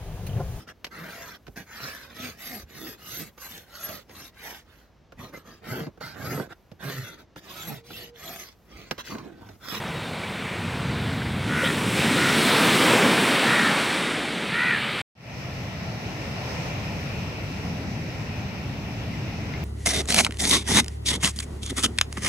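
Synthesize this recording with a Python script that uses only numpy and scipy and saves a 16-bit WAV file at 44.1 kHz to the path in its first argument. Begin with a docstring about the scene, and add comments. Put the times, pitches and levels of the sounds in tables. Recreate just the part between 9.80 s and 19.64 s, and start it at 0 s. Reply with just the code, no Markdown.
"""Heavy surf on a windy coast, in two stretches with a short silence between them.
First, on one microphone, a wave runs up over flooded sand, booming, then hissing, while a crow caws.
Then, faded in on two microphone ports, breakers roar on a rock wall further off.
Surf and wind are noise shaped over time and pitch; plops, splash and gurgles are ringing bubbles;
the crow is a set of rattling harmonics with breath, and a small far bird whistles in gliding sines."""
import sys
import numpy as np
from scipy import signal
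from scipy.io import wavfile
from scipy.ndimage import uniform_filter1d, map_coordinates

SR = 44100
rng = np.random.default_rng(int(sys.argv[2]) if len(sys.argv) > 2 else 0)


def transcribe(signal):
    """Save signal, clipped to [-1, 1], as a 16-bit WAV file at the path in sys.argv[1]."""
    frames = np.atleast_2d(signal).T
    limited = np.clip(frames, -1, 1)
    pcm = np.round(limited * 32767).astype(np.int16)
    wavfile.write(sys.argv[1], SR, pcm)


N = 433944
CUT_S, BACK_S, FADE_S = 5.219, 5.346, .27  # near stretch ends, far one begins, its fade-in length
WINDOW, HOP = 2048, 256  # samples


def wave():
    """The wave on the sand: countless bubbles heard close by on one microphone."""
    # colours of roar, wash, spray and mist, one list each: f/Hz, density/dB per Hz
    layer_colours = [
        [(210, -31), (350, -4), (482, -1), (684, -3.5), (956, -1.5), (1200, -6.5), (1560, -7), (2640, -120)],
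        [(710, -36), (1200, -5), (2290, -1), (2640, -4), (3720, -6), (4700, -13), (6110, -47.5), (10300, -120)],
        [(3000, -62), (5100, 1), (6760, -5.5), (8250, 0), (10700, -9.5), (13900, -42), (22000, -120)],
        [(6530, -19), (11100, 1), (12900, -5.5), (15100, -3.5), (16000, -5.5)],
    ]
    hz, gain = water(near_levels, layer_colours, swell_db=1.0, flicker_db=0.83)
    return sound(gain * noise())


def near_levels(t):
    """Boom centre in Hz, then dB of boom, wind, roar, wash, spray and mist as the wave runs up."""
    # the run-up: t/s, boom centre f/Hz, then boom, roar, wash and spray level/dB
    run_up = [(0.0, 171, -37, -37, -42, -51), (.65, 175, -34.5, -40, -40.5, -50),
              (.82, 145, -33, -39, -41.5, -50), (1.15, 143, -30.5, -38.5, -41, -50.5),
              (1.56, 140, -27.5, -38.5, -42.5, -51), (1.85, 171, -26.5, -37, -35.5, -38.5),
              (2.02, 179, -25.5, -33, -36.5, -39.5), (2.14, 202, -27.5, -38.5, -35.5, -38),
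              (2.19, 214, -25, -33, -30.5, -36), (2.36, 224, -24.5, -33, -30, -36.5),
              (2.5, 217, -26, -33, -28.5, -34.5), (2.66, 227, -26, -29.5, -27, -32),
              (2.72, 236, -26, -26, -25, -33), (2.95, 244, -22.5, -29.5, -25, -31.5),
              (3.12, 248, -24, -23.5, -25, -31.5), (3.32, 250, -24.5, -27, -27.5, -34),
              (3.55, 256, -27, -28, -28, -35.5), (4.0, 253, -30, -29.5, -30, -38),
              (4.2, 250, -32.5, -33.5, -32.5, -40), (4.55, 264, -34.5, -38, -36, -47),
              (5.0, 177, -35.5, -38.5, -34, -47.5), (5.2, 174, -37, -39, -34.5, -47.5)]
    # surges and lulls of the boom: peak t/s, level above or below the swell/dB
    surges = [(.76, -0.5), (.87, 1.5), (1.09, 4), (1.29, 2.5), (1.68, 1), (1.76, 0.5), (1.82, -4.5),
              (2.83, 3.5), (3.09, 1.5), (3.24, 4), (3.5, -1.5), (3.58, -5.5)]
    # wind on the microphone: t/s, level/dB
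    gusts = [(0., -52), (.65, -65), (1.1, -58), (1.7, -64), (2., -62), (2.6, -50.5), (3.1, -66),
             (3.45, -72), (4.1, -52), (5.2, -62.5)]
    mist_calm_db, spray_calm_db = -61, -47.5
    mist_per_spray = 1.26  # dB of mist per dB of spray above its calm level
    mist_peak_s, mist_settles_db_s = 3.2, 4  # mist thins sooner than the spray after its peak

    s, *columns = np.transpose(run_up)
    boom_hz, boom, roar, wash, spray = (np.interp(t, s, c) for c in columns)
    boom = boom + bumps(t, surges, rise_s=.02, fall_s=.05)
    wind = np.interp(t, *np.transpose(gusts))
    settling = mist_settles_db_s * np.maximum(t - mist_peak_s, 0)
    mist = mist_calm_db + np.maximum(mist_per_spray * (spray - spray_calm_db) - settling, 0)
    return boom_hz, boom, wind, roar, wash, spray, mist


def breakers():
    """Breakers on the wall: the ports share the bass; the treble reaches each by its own paths."""
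    # colours of roar, wash, spray and mist, one list each: f/Hz, density/dB per Hz
    layer_colours = [
        [(130, -120), (260, 0), (360, -6), (450, 0), (640, 1), (850, -2.5), (1100, -5.5), (1500, -32),
         (3000, -120)],
        [(475, -120), (950, -22), (1300, -0.5), (1620, -2.5), (1920, 1), (2150, -1), (2450, 2), (2800, -1),
         (3300, -8.5), (4000, -8.5), (4600, -13), (5800, -24), (11600, -120)],
        [(2100, -120), (4200, -8), (5100, -0.5), (5600, -1), (6300, -7), (7200, -12.5), (8500, -16),
         (9600, -21.5), (10500, -21), (12500, -46), (25000, -120)],
        [(4750, -120), (9500, -27), (11200, -1), (12200, -5), (13600, 0), (15000, -4), (16000, -12)],
    ]
    # likeness of the two ports: f/Hz, shared part of the power/0-1
    likeness = [(80, .98), (240, .95), (330, .86), (450, .76), (750, .72), (950, .48), (1250, .22),
                (1400, .3), (1750, .17), (2400, .42), (3500, .25), (7000, .15), (15000, .08)]
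    # balance: f/Hz, left minus right level/dB
    balance = [(60, .6), (1000, .5), (1500, 1.6), (2100, 2.8), (3400, 2.3), (4300, .8), (5500, -6.5),
               (6500, -5), (7800, 0), (15000, 0)]
    # left port late, as rumble comes from ahead and hiss from the right: f/Hz, lag/s
    lag = [(50, .0001), (700, .00004), (1400, .00012), (1800, .00047), (16000, .00048)]

    hz, gain = water(far_levels, layer_colours, swell_db=.5, flicker_db=1.3)
    like = np.clip(colour(likeness, hz), 0, 1)[:, None]
    half = undb(colour(balance, hz) / 2)[:, None]
    late = np.exp(-2j * np.pi * hz * colour(lag, hz))[:, None]
    shared = np.sqrt(like) * noise()
    left = (shared * late + np.sqrt(1 - like) * noise()) * half
    right = (shared + np.sqrt(1 - like) * noise()) / half
    return sound(gain * np.array([left, right]))


def far_levels(t):
    """The same controls for the breakers: all hissing layers swell together when one crashes."""
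    # breakers on the wall: t/s, boom level/dB, hiss level above or below calm/dB
    crashes = [(5.7, -35.5, -3), (6.1, -33.5, -0.5), (6.7, -33.5, 6), (7.2, -32, 2.5), (7.7, -31.5, -1),
               (8.7, -32, -4), (9.1, -31.5, -4), (9.6, -31, -2.5)]
    # short swells and dips of the hiss: peak t/s, level above or below the slower hiss/dB
    hiss_bumps = [(5.46, 2.5), (6.37, -1), (6.7, 3), (6.83, 3), (7.13, 0), (7.75, 1.5), (7.86, 3),
                  (8.42, 1.5), (8.59, 2.5), (9.03, 0.5), (9.2, 1)]
    # calm level/dB of roar, wash, spray, mist
    calm_db = [-41, -47, -51, -62]
    # how far each of these follows the hiss: dB per dB
    follow = [0.51, 0.45, 0.55, 0.39]
    boom_hz, wind_db = 124, -26  # wind level is against the boom

    s, boom, hiss = np.transpose(crashes)
    boom = np.interp(t, s, boom)
    hiss = np.interp(t, s, hiss) + bumps(t, hiss_bumps, rise_s=.03, fall_s=.07)
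    layers = [db + k * hiss for db, k in zip(calm_db, follow)]
    return boom_hz + 0 * t, boom, boom + wind_db, *layers


def bumps(t, rows, rise_s, fall_s):
    """Short swells or dips in dB, quicker to come than to go."""
    return sum(db * np.exp(-((t - s) / np.where(t < s, rise_s, fall_s)) ** 2) for s, db in rows)


def water(controls, colours, swell_db, flicker_db):
    """Gain over pitch and time of countless bursting bubbles: big ones boom, small ones hiss."""
    # boom colour: f as a multiple of the centre, density/dB
    boom_colour = [(.2, -54), (.4, -12.5), (.6, -3.5), (.9, -0.5), (1.5, -5.5), (2.3, -12.5), (3.5, -21.5),
                   (8, -120)]
    # wind buffeting the microphone: f/Hz, density/dB per Hz
    wind_colour = [(15, -23.5), (30, -16.5), (50, -9.5), (65, 4), (85, 0.5), (200, -120)]
    # band in which each level is meant, for boom, wind, roar, wash, spray, mist: low f/Hz, high f/Hz
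    level_bands = [(75, 380), (25, 80), (400, 1150), (2700, 4500), (5000, 10500), (11000, 15800)]

    hz = np.arange(WINDOW // 2 + 1) * SR / WINDOW
    t = np.arange(N // HOP + 2) * HOP / SR
    boom_hz, *levels = controls(t)
    # the cloud of big bubbles rings broadly around its centre, which may move with the wave
    boom = undb(2 * colour(boom_colour, hz[:, None] / boom_hz))
    shapes = [boom] + [undb(2 * colour(c, hz))[:, None] for c in [wind_colour] + colours]
    power = 0
    for shape, (lo, hi), db in zip(shapes, level_bands, levels):
        in_band = shape[(hz >= lo) & (hz <= hi)].sum(axis=0)
        power = power + len(hz) * shape / in_band * undb(2 * db)
    swell = swell_db * patches(hz, len(t), per_s=2.86, per_octave=1.564)
    flicker = flicker_db * patches(hz, len(t), per_s=14., per_octave=2.995)
    return hz, np.sqrt(power) * undb(swell + flicker)


def patches(hz, frames, per_s, per_octave):
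    """Smooth chance over time and pitch, spread about 1."""
    grid = rng.standard_normal((64, 512))
    row = np.log2(np.maximum(hz, 20) / 20) * per_octave
    col = np.arange(frames) * HOP / SR * per_s
    where = np.meshgrid(row, col, indexing="ij")
    return 0.71 * map_coordinates(grid, where, order=3, mode="wrap")


def noise():
    """Short-time spectrum of white noise."""
    white = rng.standard_normal(N + HOP)
    return signal.stft(white, nperseg=WINDOW, noverlap=WINDOW - HOP)[2][:, :N // HOP + 2]


def sound(spectrum):
    """Turn a short-time spectrum back into a waveform."""
    return signal.istft(spectrum, nperseg=WINDOW, noverlap=WINDOW - HOP)[1][..., :N]


def plops():
    """Single drops and pockets of air close by, each a ringing bubble."""
    # t/s, f/Hz, level/dB, t60/s, upward glide (half the share by which f has risen at t60)
    drops = [(.079, 5250, -39, .025, .02), (.079, 5900, -39, .025, .02), (.435, 2250, -27, .08, .02),
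             (1.418, 1550, -24, .03, .05), (1.42, 1950, -30, .02, .05), (1.978, 1750, -22, .03, .02),
             (1.834, 520, -18, .08, .03), (5.04, 3000, -26, .08, .02), (9.335, 2050, -36, .08, .06),
             (9.738, 2080, -25, .022, .02), (9.738, 3800, -27, .004, .02), (9.744, 2070, -36, .14, .2)]
    out = np.zeros(N)
    for s, hz, db, t60, glide in drops:
        add(out, s, undb(db) * bubble(hz, t60, glide))
    return out


def splash():
    """A handful of spray lands near: a quick cluster of small bubbles, tending to smaller ones last."""
    start_s, length_s, level_db = 1.835, .045, -26.5
    lowest_hz, span = 2850, 1.5  # span: ratio of highest to lowest pitch
    out = np.zeros(N)
    for when, pitch in rng.random((30, 2)):
        hz = lowest_hz * span ** (np.sqrt(when) * (.2 + .8 * pitch))
        add(out, start_s + when * length_s, undb(level_db) * bubble(hz, t60=.03, glide=.05))
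    return out


def gurgle(db, cycles):
    """Scattered small bubbles in the running water, each dying by 60 dB over the same time in cycles/hz."""
    out = np.zeros(N)
    for when, pitch, size in rng.random((1500, 3)):
        hz = 700 * 2 ** (2.6 * pitch)
        add(out, when * N / SR, undb(db - 10 * size) * bubble(hz, cycles / hz, glide=0.22))
    return out


def bubble(hz, t60, glide):
    """A dying ring whose pitch climbs as the bubble nears the surface."""
    t = np.arange(int(t60 * SR)) / SR
    ring = np.sin(2 * np.pi * hz * (t + glide * t ** 2 / t60))
    attack = np.minimum(t / 0.00041, 1)
    return ring * undb(-60 * t / t60) * attack


def birds():
    """The crow with an echo off the houses, and the thin broken whistle of a small far bird."""
    # caws: t/s, length/s, f at start/Hz, f at top/Hz, f at end/Hz, top as a share of the length,
    # level/dB, swell up to the top/dB, rattle f/Hz, beak at start and at end/dB per octave,
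    # unevenness/0-1, hoarseness/0-1
    caws = [(1.67, .26, 480, 498, 430, .52, -27.5, 3, 73, -18, -4, .55, .28),
            (2.35, .2, 478, 484, 470, .35, -27, 5, 73, -22, -18, .2, .4),
            (3.63, .285, 430, 478, 435, .42, -22.5, 6, 78, -12, 10, .45, .45),
            (4.705, .29, 435, 497, 400, .52, -23, 11, 77, -6, 20, .12, .18)]
    # whistled notes: t/s, length/s, start f/Hz, end f/Hz, peak level/dB
    whistles = [(.04, .075, 3790, 3800, -45), (.12, .105, 3830, 3790, -46), (.23, .06, 3660, 3620, -44),
                (4.16, .15, 3700, 3700, -36)]

    out = np.zeros(N)
    for s, *row in caws:
        call = caw(*row)
        add(out, s, call)
        add(out, s + .045, undb(-11) * call)  # echo
    for s, length, hz, end_hz, db in whistles:
        t = np.arange(int(length * SR)) / SR
        cycles = hz * t + (end_hz - hz) * t ** 2 / (2 * length)
        arch = np.sqrt(np.sin(np.pi * t / length))
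        add(out, s, undb(db) * arch * np.sin(2 * np.pi * cycles))
    return out


def caw(length, start_hz, top_hz, end_hz, top, db, rise_db, rattle_hz, beak_from_db, beak_to_db,
        uneven, hoarse):
    """Harmonics through the throat, chopped by a slow rattle of the second membrane, with breath."""
    # throat resonance: f/Hz, level/dB
    throat = [(480, -24), (960, -15), (1430, -4), (1650, 0), (1950, 0), (2150, -10), (2450, -8),
              (2800, -32), (4000, -44)]
    attack_s, release_s, fall_db = .035, .025, 4.5  # fall: effort lost at the end

    t = np.arange(int(length * SR)) / SR
    # effort arches over the call: pitch and level follow it, the beak moves steadily
    off = np.interp(t / length, [0, top, 1], [-1, 0, 1])
    hz = top_hz + off ** 2 * (np.where(off < 0, start_hz, end_hz) - top_hz)
    effort_db = db - np.where(off < 0, rise_db, fall_db) * off ** 2
    edges = np.clip(np.minimum(t / attack_s, (length - t) / release_s), 0, 1)
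    gain = undb(effort_db) * edges
    beak_db = beak_from_db + (beak_to_db - beak_from_db) * t / length

    # a hoarse call wavers in pitch, rattle and strength
    wavers = uniform_filter1d(rng.standard_normal((3, SR)), 400)[:, :len(t)]
    drift, stumble, shake = wavers * 20 * hoarse
    rattle = np.cos(2 * np.pi * np.cumsum(rattle_hz * (1 + .12 * stumble)) / SR)
    phase = 2 * np.pi * np.cumsum(hz * (1 - .044 * rattle + .022 * drift)) / SR

    # a wider beak lifts the upper partials
    partials = []
    for k in range(1, 9):
        beak_octaves = np.clip(np.log2(k / 3), 0, .45)
        partials.append(undb(colour(throat, k * hz) + beak_db * beak_octaves))
    # the throat shifts partials out of step, so each cycle rings rather than clicks
    voice = sum(g * np.sin((k + 1) * phase + np.pi * k ** 2 / 2) for k, g in enumerate(partials))
    voice = voice / np.sqrt(sum(g ** 2 for g in partials) / 2)
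    # strong and weak cycles in turn put lines half way between the partials
    voice = voice * (1 + np.clip(uneven, 0, 1) * np.cos(phase / 2))

    breath_band = signal.butter(2, [1350, 2050], "band", fs=SR, output="sos")
    breath = signal.sosfilt(breath_band, rng.standard_normal(SR))[:len(t)]
    call = voice / voice.std() + .8 * hoarse * breath / breath.std()
    call = call * (1 + .55 * rattle) * undb(3 * shake)
    return gain * call / call.std()


def add(out, s, x):
    """Lay a sound into the track from s seconds on."""
    i = int(s * SR)
    out[i:i + len(x)] += x[:len(out) - i]


def colour(points, hz):
    """Read a (f, value) table on a log-frequency axis."""
    f, v = np.transpose(points)
    return np.interp(np.log(np.maximum(hz, 1e-3)), np.log(f), v)


def undb(db):
    """Amplitude ratio of a level in dB."""
    return 10 ** (np.asarray(db) / 20)


def scene():
    """The wave, then a short silence, then the breakers; the plops run through both stretches."""
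    t = np.arange(N) / SR
    first = np.clip((CUT_S - t) / .004, 0, 1)
    # the fade opens with a small step
    second = np.clip((t - BACK_S) / FADE_S + .02, 0, 1) * (t > BACK_S + .006)
    drops = plops()
    near = wave() + birds() + drops + splash() + gurgle(db=-42., cycles=40.)
    far = breakers() + drops + gurgle(db=-50., cycles=40.)
    return first * near + second * far


def record(dry):
    """The phone cuts the top: a steep low-pass at 15900 Hz."""
    top_cut = signal.ellip(10, .2, 70, 15900, fs=SR, output="sos")
    return signal.sosfilt(top_cut, dry)


dry = scene()
out = record(dry)
transcribe(out)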